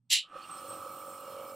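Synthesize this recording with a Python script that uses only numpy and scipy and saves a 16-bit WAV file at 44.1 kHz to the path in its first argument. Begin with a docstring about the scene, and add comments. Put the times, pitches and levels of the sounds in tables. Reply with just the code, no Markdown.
"""A nebuliser's small piston compressor is switched on in a quiet room.
First the plastic rocker switch scrapes over and snaps, and a faint hum fades away. The piston then
knocks and throbs once a turn in its housing, rattling loosely at first, with a few thumps and bumps.
Air starts to hiss through the nozzle and briefly whistles. As the rattle settles and pressure builds,
the hiss brightens, and thin wavering tones and a valve tick come up."""
import sys
import numpy as np
from scipy import signal
from scipy.fft import rfft, irfft
from scipy.io import wavfile
from scipy.ndimage import uniform_filter1d

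SR = 44100
rng = np.random.default_rng(int(sys.argv[2]) if len(sys.argv) > 2 else 0)


def waveform_to_disk(signal):
    """Save audio, clipped to [-1, 1], as 16-bit WAV at the path in sys.argv[1]."""
    frames = np.transpose(np.atleast_2d(signal))
    scaled = np.clip(frames, -1, 1) * 32767
    samples = np.round(scaled).astype(np.int16)
    wavfile.write(sys.argv[1], SR, samples)


N = 68355
T = np.arange(N) / SR
TURN_HZ, FIRST_KNOCK_S = 45.43, .2303
PUMP_PAN_DB, AIR_PAN_DB, SWITCH_PAN_DB = -3.5, -3, -1.2  # left against right


# Fader moves of the pump, before trims (time [s], knock [dB], throb [dB], body [dB])
PUMP_FADERS = [(0, -110, -110, -110), (.22, -85, -75, -86.5), (.245, -62.5, -72.5, -105),
               (.3, -63, -99, -78), (.328, -52, -64, -68), (.36, -45.5, -62, -61), (.39, -46, -65.5, -67),
               (.488, -55, -83, -63.5), (.494, -45, -73, -60.5), (.58, -46.5, -58.5, -60),
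               (.65, -49, -53, -59.5), (.725, -45, -50, -55.5), (.79, -48, -54, -56.5),
               (.825, -45.5, -54, -60.5), (.87, -45.5, -52, -58), (.99, -46.5, -56.5, -60),
               (1.09, -47.5, -50, -59), (1.17, -48, -55, -60.5), (1.36, -48.5, -47, -58.5),
               (1.44, -48, -49, -57), (1.55, -48.5, -48.5, -61)]

def pump(knock_trim_db=-.5, throb_trim_db=.5, body_trim_db=4, tick_db=-74):
    """The compressor: knock, throb and body drone, with a valve tick that grows with the pressure."""
    knock = piston_knock() * amp(knock_trim_db + curve(PUMP_FADERS, 1))
    throb = chamber_throb() * amp(throb_trim_db + curve(PUMP_FADERS, 2))
    drone = body_drone() * amp(body_trim_db + curve(PUMP_FADERS, 3))
    tick = valve_tick() * amp(tick_db) * pressure()
    return place(knock + throb + drone + tick, PUMP_PAN_DB)


# Knocks that land harder or softer than the rest (time [s], gain [dB])
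ACCENTS = [(.494, 1.5), (.539, -0.5), (.803, 2), (.825, 3.5), (.891, -2), (1.133, 1)]

def piston_knock(rattle_db=-4, settle_s=.65, settle_db_per_s=13, grit=.5):
    """The piston strikes the housing once a turn; a loose rattle between the blows slowly settles."""
    looseness = amp(rattle_db - settle_db_per_s * since(settle_s))
    return_stroke = strokes(.5, scatter_db=2, jitter_s=.0002)
    chatter = strokes(.33, scatter_db=3, jitter_s=.0004)
    rattle = unit(return_stroke + .6 * chatter + grit * noise())
    accent = amp(sum(db * (np.abs(T - at) < .5 / TURN_HZ) for at, db in ACCENTS))
    blows = accent * strokes(0, scatter_db=0, jitter_s=.00003)
    return housing(blows + looseness * rattle)


# Resonances of the housing (frequency [Hz], gain [dB])
HOUSING_EQ = [(100, -70), (600, -54.5), (700, -42), (772, -7.5), (818, -18), (863, -16.5), (940, -30),
              (1045, -8), (1090, -12), (1136, 0), (1181, 3.5), (1227, -6), (1272, 5), (1317, 2),
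              (1363, -44), (1408, -10), (1550, -25), (2000, -61)]
# How late the housing answers (frequency [Hz], delay [s])
HOUSING_DELAY = [(1195, .0008), (1245, .0072)]

def housing(blows):
    """The housing colours each blow; its upper mode answers later, so a knock chirps."""
    hz = np.fft.rfftfreq(2 * N, 1 / SR)
    lag = np.exp(-2j * np.pi * np.cumsum(over_hz(HOUSING_DELAY, hz)) * hz[1])
    return unit(irfft(rfft(blows, 2 * N) * amp(over_hz(HOUSING_EQ, hz)) * lag)[:N])


# Hollow resonance of the air chamber (frequency [Hz], gain [dB])
CHAMBER_EQ = [(100, -69.5), (300, -49.5), (410, -28), (455, -11.5), (500, -9), (545, 1.5), (590, -5.5),
              (636, -19.5), (800, -45.5)]

def chamber_throb():
    """Each stroke pushes on the air chamber just over half a turn after the knock."""
    push = strokes(.55, scatter_db=1.5, jitter_s=.00004) + .25 * noise()
    return ring(push, CHAMBER_EQ)


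# Low, broad resonances of the pump body (frequency [Hz], gain [dB])
BODY_EQ = [(25, -39.5), (40, -25), (75, -33), (95, -1), (135, -8.5), (180, -4.5), (205, -7), (272, -2),
           (318, 1.5), (400, -6.5), (700, -4.5), (1000, -1.5), (1600, -12), (3000, -46.5)]

def body_drone():
    """The strokes shake the body into a rough, noisy hum."""
    return ring(strokes(.55, scatter_db=.5, jitter_s=.0001) + 1.73 * noise(), BODY_EQ)


def valve_tick(turn=.4, decay_s=.003):
    """The valve lets out one short, bright tick a turn."""
    since_tick = ((T - FIRST_KNOCK_S) * TURN_HZ - turn) % 1 / TURN_HZ
    burst = noise() * np.exp(-since_tick / decay_s)
    return ring(burst, [(1200, -41), (3100, -2), (4200, 0), (9000, 0)])


# Cues for the heavier strokes (time [s], level [dB])
THUMP_CUES = [(0.362, -43), (0.651, -43.5), (0.712, -47), (0.868, -43.5), (1.26, -44.5), (1.399, -43)]

def chamber_thumps(hz=536.5, half_width_s=.0059):
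    """Now and then a heavier stroke makes the air chamber boom."""
    envelope = sum(amp(db) * swell(at, half_width_s) for at, db in THUMP_CUES)
    return place(envelope * np.sqrt(2) * sine(hz), PUMP_PAN_DB)


# Cues for the casing bumps (time [s], pitch [Hz], level [dB])
BUMP_CUES = [(.51, 170, -61.5), (.703, 110, -60.5), (.805, 100, -60)]

def casing_bumps(half_width_s=.02):
    """The casing settles with soft, dull bumps."""
    bumps = sum(amp(db) * swell(at, half_width_s) * np.sqrt(2) * sine(hz) for at, hz, db in BUMP_CUES)
    return place(bumps, PUMP_PAN_DB)


# Thin tones in the jet (pitch [Hz], bandwidth [Hz], level against the hiss [dB])
JET_PARTIALS = [(2285, 41, -9), (2843, 42, -12), (3106, 90, -11.5), (4320, 70, -39), (5220, 27, -14.5),
                (7450, 40, -13), (9140, 90, -17), (11520, 140, -13), (13720, 26, -9), (14200, 70, -13)]

def jet_tones(waver_db=4, waver_hz=22):
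    """Narrow tones waver in the jet and grow with the pressure."""
    tones = sum(narrow(hz, width) * amp(db + waver_db * walk(waver_hz)) for hz, width, db in JET_PARTIALS)
    return tones * pressure()


# Colour of the nozzle hiss (frequency [Hz], gain [dB])
HISS_EQ = [(1000, -9), (1600, -2), (2050, -3), (2500, -0.5), (3100, 4.5), (3800, -2.5), (4300, 2),
           (4750, -5.5), (5500, 1.5), (6600, -8), (7300, 0), (7900, -3.5), (8400, -9), (9100, 9),
           (9800, -5.5), (10600, -1), (11100, -5.5), (11500, -14), (12300, -3), (13200, -13.5),
           (13800, 1.5), (14600, -2), (15000, -2), (15700, -4), (16000, -10)]
# Sharp peak of the whistle (frequency [Hz], gain [dB])
WHISTLE_EQ = [(7000, -45), (8100, -23), (8260, 8), (8330, 6.5), (8420, -13.5), (8600, -15), (10000, -62.5)]
# Air faders (time [s], hiss before trim [dB], tilt about 4 kHz [dB/octave], whistle [dB])
AIR_FADERS = [(0, -110, -0.5, -110), (.25, -74.5, -9, -96), (.31, -68, -11.5, -78.5),
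              (.37, -55, -7.5, -75.5), (.44, -55.5, -4.5, -62.5), (.475, -55, -3.5, -60.5),
              (.52, -52.5, -3, -50), (.56, -52, -1.5, -53), (.67, -52, 0, -67), (.7, -52.5, 1, -44),
              (.73, -51, -2, -47.5), (.79, -54, 0.5, -62.5), (1.1, -56.5, 2.5, -60.5),
              (1.35, -55.5, -0.5, -67), (1.55, -58.5, 2.5, -64.5)]

def nozzle(hiss_trim_db=-2.5, low_spread=.14, high_spread=.79, whistle_spread=.25):
    """Air hisses through the nozzle, brightening and widest in the treble; a whistle comes and goes."""
    centres = 1000. * 2 ** np.arange(5)
    tilt_db = np.outer(np.log2(centres / 4000), curve(AIR_FADERS, 2))
    band_gains = amp(hiss_trim_db + curve(AIR_FADERS, 1) + tilt_db)
    def hiss():
        jet = jet_tones() + reflections(ring(noise(), HISS_EQ))
        return bands(jet, centres) * band_gains
    def whistle():
        return ring(noise(), WHISTLE_EQ) * amp(curve(AIR_FADERS, 3))
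    spread = np.linspace(low_spread, high_spread, len(centres))
    mid = hiss().sum(axis=0) + whistle()
    side = spread ** 2 @ hiss() + whistle_spread * whistle()
    return place(mid, AIR_PAN_DB, side)


# Cues for the squeaks (time [s], pitch [Hz], level [dB])
SQUEAK_CUES = [(.39, 2840, -60), (.432, 4450, -57.5), (0.442, 2800, -54), (.587, 5240, -61),
               (1.02, 2280, -64.5), (1.14, 2236, -62), (1.335, 3170, -60), (1.5, 5200, -63)]

def jet_squeaks(half_width_s=.016, width_hz=120):
    """The jet catches on a tone for a moment."""
    squeaks = sum(narrow(hz, width_hz) * amp(db) * swell(at, half_width_s) for at, hz, db in SQUEAK_CUES)
    return place(squeaks, AIR_PAN_DB)


# Colour of the scraping plastic (frequency [Hz], gain [dB])
PLASTIC_EQ = [(200, -55.5), (600, -47), (950, -32.5), (1300, -41.5), (1650, -22.5), (2000, -8.5),
              (2500, -8), (2850, -0.5), (3400, -4), (4050, -0.5), (4600, -5), (5500, -8.5), (7000, -8),
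              (8000, -8), (8600, -19.5), (9050, -22), (9800, -9), (11500, -16), (13000, -24), (14300, -20),
              (16000, -51)]
# Ring-out of the switch (frequency [Hz], time to fall 60 dB [s])
SWITCH_DECAY = [(1000, .25), (2000, 0.21), (3000, 0.52), (4200, 0.3), (6000, 0.18), (8000, 0.24),
                (11000, 0.15), (15000, 0.09)]
# Ringing modes of the switch housing (pitch [Hz], peak level before trim [dB])
SWITCH_PARTIALS = [(2762, -37.5), (2966, -42.5), (3063, -33), (3300, -50), (3865, -44), (4065, -33),
                   (4527, -36), (5679, -37.5), (7111, -37), (7560, -34.5), (9878, -45)]

def rocker_switch(press_s=.1035, snap_s=.133, mute_s=.19, scrape_db=-21, snap_db=-28, ring_trim_db=-.5):
    """A gritty plastic scrape swells to a snap, rings in the housing and is damped by the finger."""
    onset_db_per_s, press_db_per_s, mute_db_per_s = 4497.5, 392, 267
    attack_db = -onset_db_per_s * np.maximum(press_s - T, 0) - press_db_per_s * np.maximum(snap_s - T, 0)
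    finger = amp(attack_db - mute_db_per_s * since(mute_s))
    snap = amp(snap_db) * swell(snap_s, half_width_s=.0015)
    centres, t60s = np.array(SWITCH_DECAY).T
    def envelope(t60):
        return finger * amp(-60 * since(snap_s) / t60)
    def scrape(grain_db=2):
        grit = noise() * amp(grain_db * unit(uniform_filter1d(noise(), size=40)))
        band_gains = np.array([snap + amp(scrape_db) * envelope(t60) for t60 in t60s])
        return bands(ring(grit, PLASTIC_EQ), centres) * band_gains
    modes = sum(envelope(over_hz(SWITCH_DECAY, hz)) * amp(db + ring_trim_db) * sine(hz)
                for hz, db in SWITCH_PARTIALS)
    spread = over_hz([(4000, .2), (11000, .65)], centres)  # wider in the treble
    return place(scrape().sum(axis=0) + modes, SWITCH_PAN_DB, spread @ scrape())


def reflections(dry, wet_db=2, t60_s=.13):
    """Short reflections from the table and the near wall comb the treble."""
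    t = T[:SR // 10]
    echoes = rng.standard_normal(len(t)) * amp(-60 * t / t60_s)
    wet = signal.fftconvolve(dry, echoes / np.linalg.norm(echoes))[:N]
    return unit(dry + amp(wet_db) * wet)


# Dark colour of the room tone (frequency [Hz], gain [dB])
ROOM_EQ = [(25, -16.5), (80, -12), (130, 7.5), (220, 4), (340, -14.5), (500, -29), (16000, -50)]

def room_tone(noise_db=-80.5, hum_hz=122, hum_db=-74.5, fade_s=.16, fade_db_per_s=150):
    """Low room noise, with a faint hum that fades just after the snap."""
    hum = amp(hum_db - fade_db_per_s * since(fade_s)) * np.sqrt(2) * np.sin(2 * np.pi * hum_hz * T)
    return place(ring(noise(), ROOM_EQ) * amp(noise_db) + hum, PUMP_PAN_DB)


def strokes(turn, scatter_db, jitter_s):
    """One pulse a turn at the given share of the turn, each a little uneven."""
    count = np.arange(int(N / SR * TURN_HZ))
    timing, force = rng.standard_normal((len(count), 2)).T
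    times = FIRST_KNOCK_S + (count + turn) / TURN_HZ + jitter_s * timing
    return unit(np.bincount((times * SR).astype(int), amp(scatter_db * force), N)[:N])


def pressure(start_s=.37, rise_s=.91):
    """Air pressure, 0-1, building up once the pump runs."""
    return np.clip((T - start_s) / rise_s, 0, 1)


def ring(x, eq, size=16384):
    """Pass x through a causal resonator with the given response; rms 1."""
    cepstrum = irfft(np.log(amp(over_hz(eq, np.fft.rfftfreq(size, 1 / SR)))))
    cepstrum[1:size // 2] *= 2  # fold to minimum phase: the ring follows the hit
    cepstrum[size // 2 + 1:] = 0
    impulse = irfft(np.exp(rfft(cepstrum)))[:size // 2]
    return unit(signal.fftconvolve(x, impulse)[:N])


def bands(x, centres):
    """Split x into overlapping bands that add up to x."""
    hz, spectrum = np.fft.rfftfreq(2 * N, 1 / SR), rfft(x, 2 * N)
    return np.array([irfft(spectrum * np.interp(hz, centres, row))[:N] for row in np.eye(len(centres))])


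def narrow(hz, width_hz):
    """Noise in one narrow resonance."""
    pole = np.exp((2j * np.pi * hz - np.pi * width_hz) / SR)
    return unit(signal.lfilter([1], [1, -pole], noise()).imag)


def walk(rate_hz):
    """Slow random drift; rms 1."""
    hold = int(SR / rate_hz)
    steps = np.repeat(rng.standard_normal(N // hold + 1), hold)
    return unit(uniform_filter1d(steps, hold)[:N])


def noise():
    """White noise."""
    return rng.standard_normal(N)


def sine(hz):
    """A sine with a random phase."""
    return np.sin(2 * np.pi * (hz * T + rng.random()))


def swell(at_s, half_width_s):
    """Bell-shaped envelope with peak 1."""
    return np.exp(-((T - at_s) / half_width_s) ** 2)


def since(at_s):
    """Seconds after a cue, 0 before it."""
    return np.maximum(T - at_s, 0)


def curve(table, column):
    """One column of a time table, joined by straight lines."""
    table = np.array(table)
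    return np.interp(T, table[:, 0], table[:, column])


def over_hz(table, hz):
    """Read (frequency, value) points on a log-frequency axis."""
    points_hz, values = np.array(table).T
    return np.interp(np.log(np.maximum(hz, 1)), np.log(points_hz), values)


def amp(db):
    """Decibels to gain."""
    return 10 ** (np.asarray(db) / 20)


def unit(x):
    """Scale to rms 1."""
    return x / np.sqrt(np.mean(x ** 2))


def place(mid, pan_db, side=0):
    """Left and right from a centre signal and a diffuse one."""
    return np.array([(mid + side) * amp(pan_db / 2), (mid - side) * amp(-pan_db / 2)])


def scene():
    """Switch, pump and nozzle in the quiet room."""
    machine = rocker_switch() + pump() + chamber_thumps() + casing_bumps()
    return machine + nozzle() + jet_squeaks() + room_tone()


def record(dry):
    """A steep high cut at 16 kHz."""
    return signal.sosfilt(signal.ellip(10, .2, 80, 16000, fs=SR, output="sos"), dry)


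dry = scene()
out = record(dry)
waveform_to_disk(out)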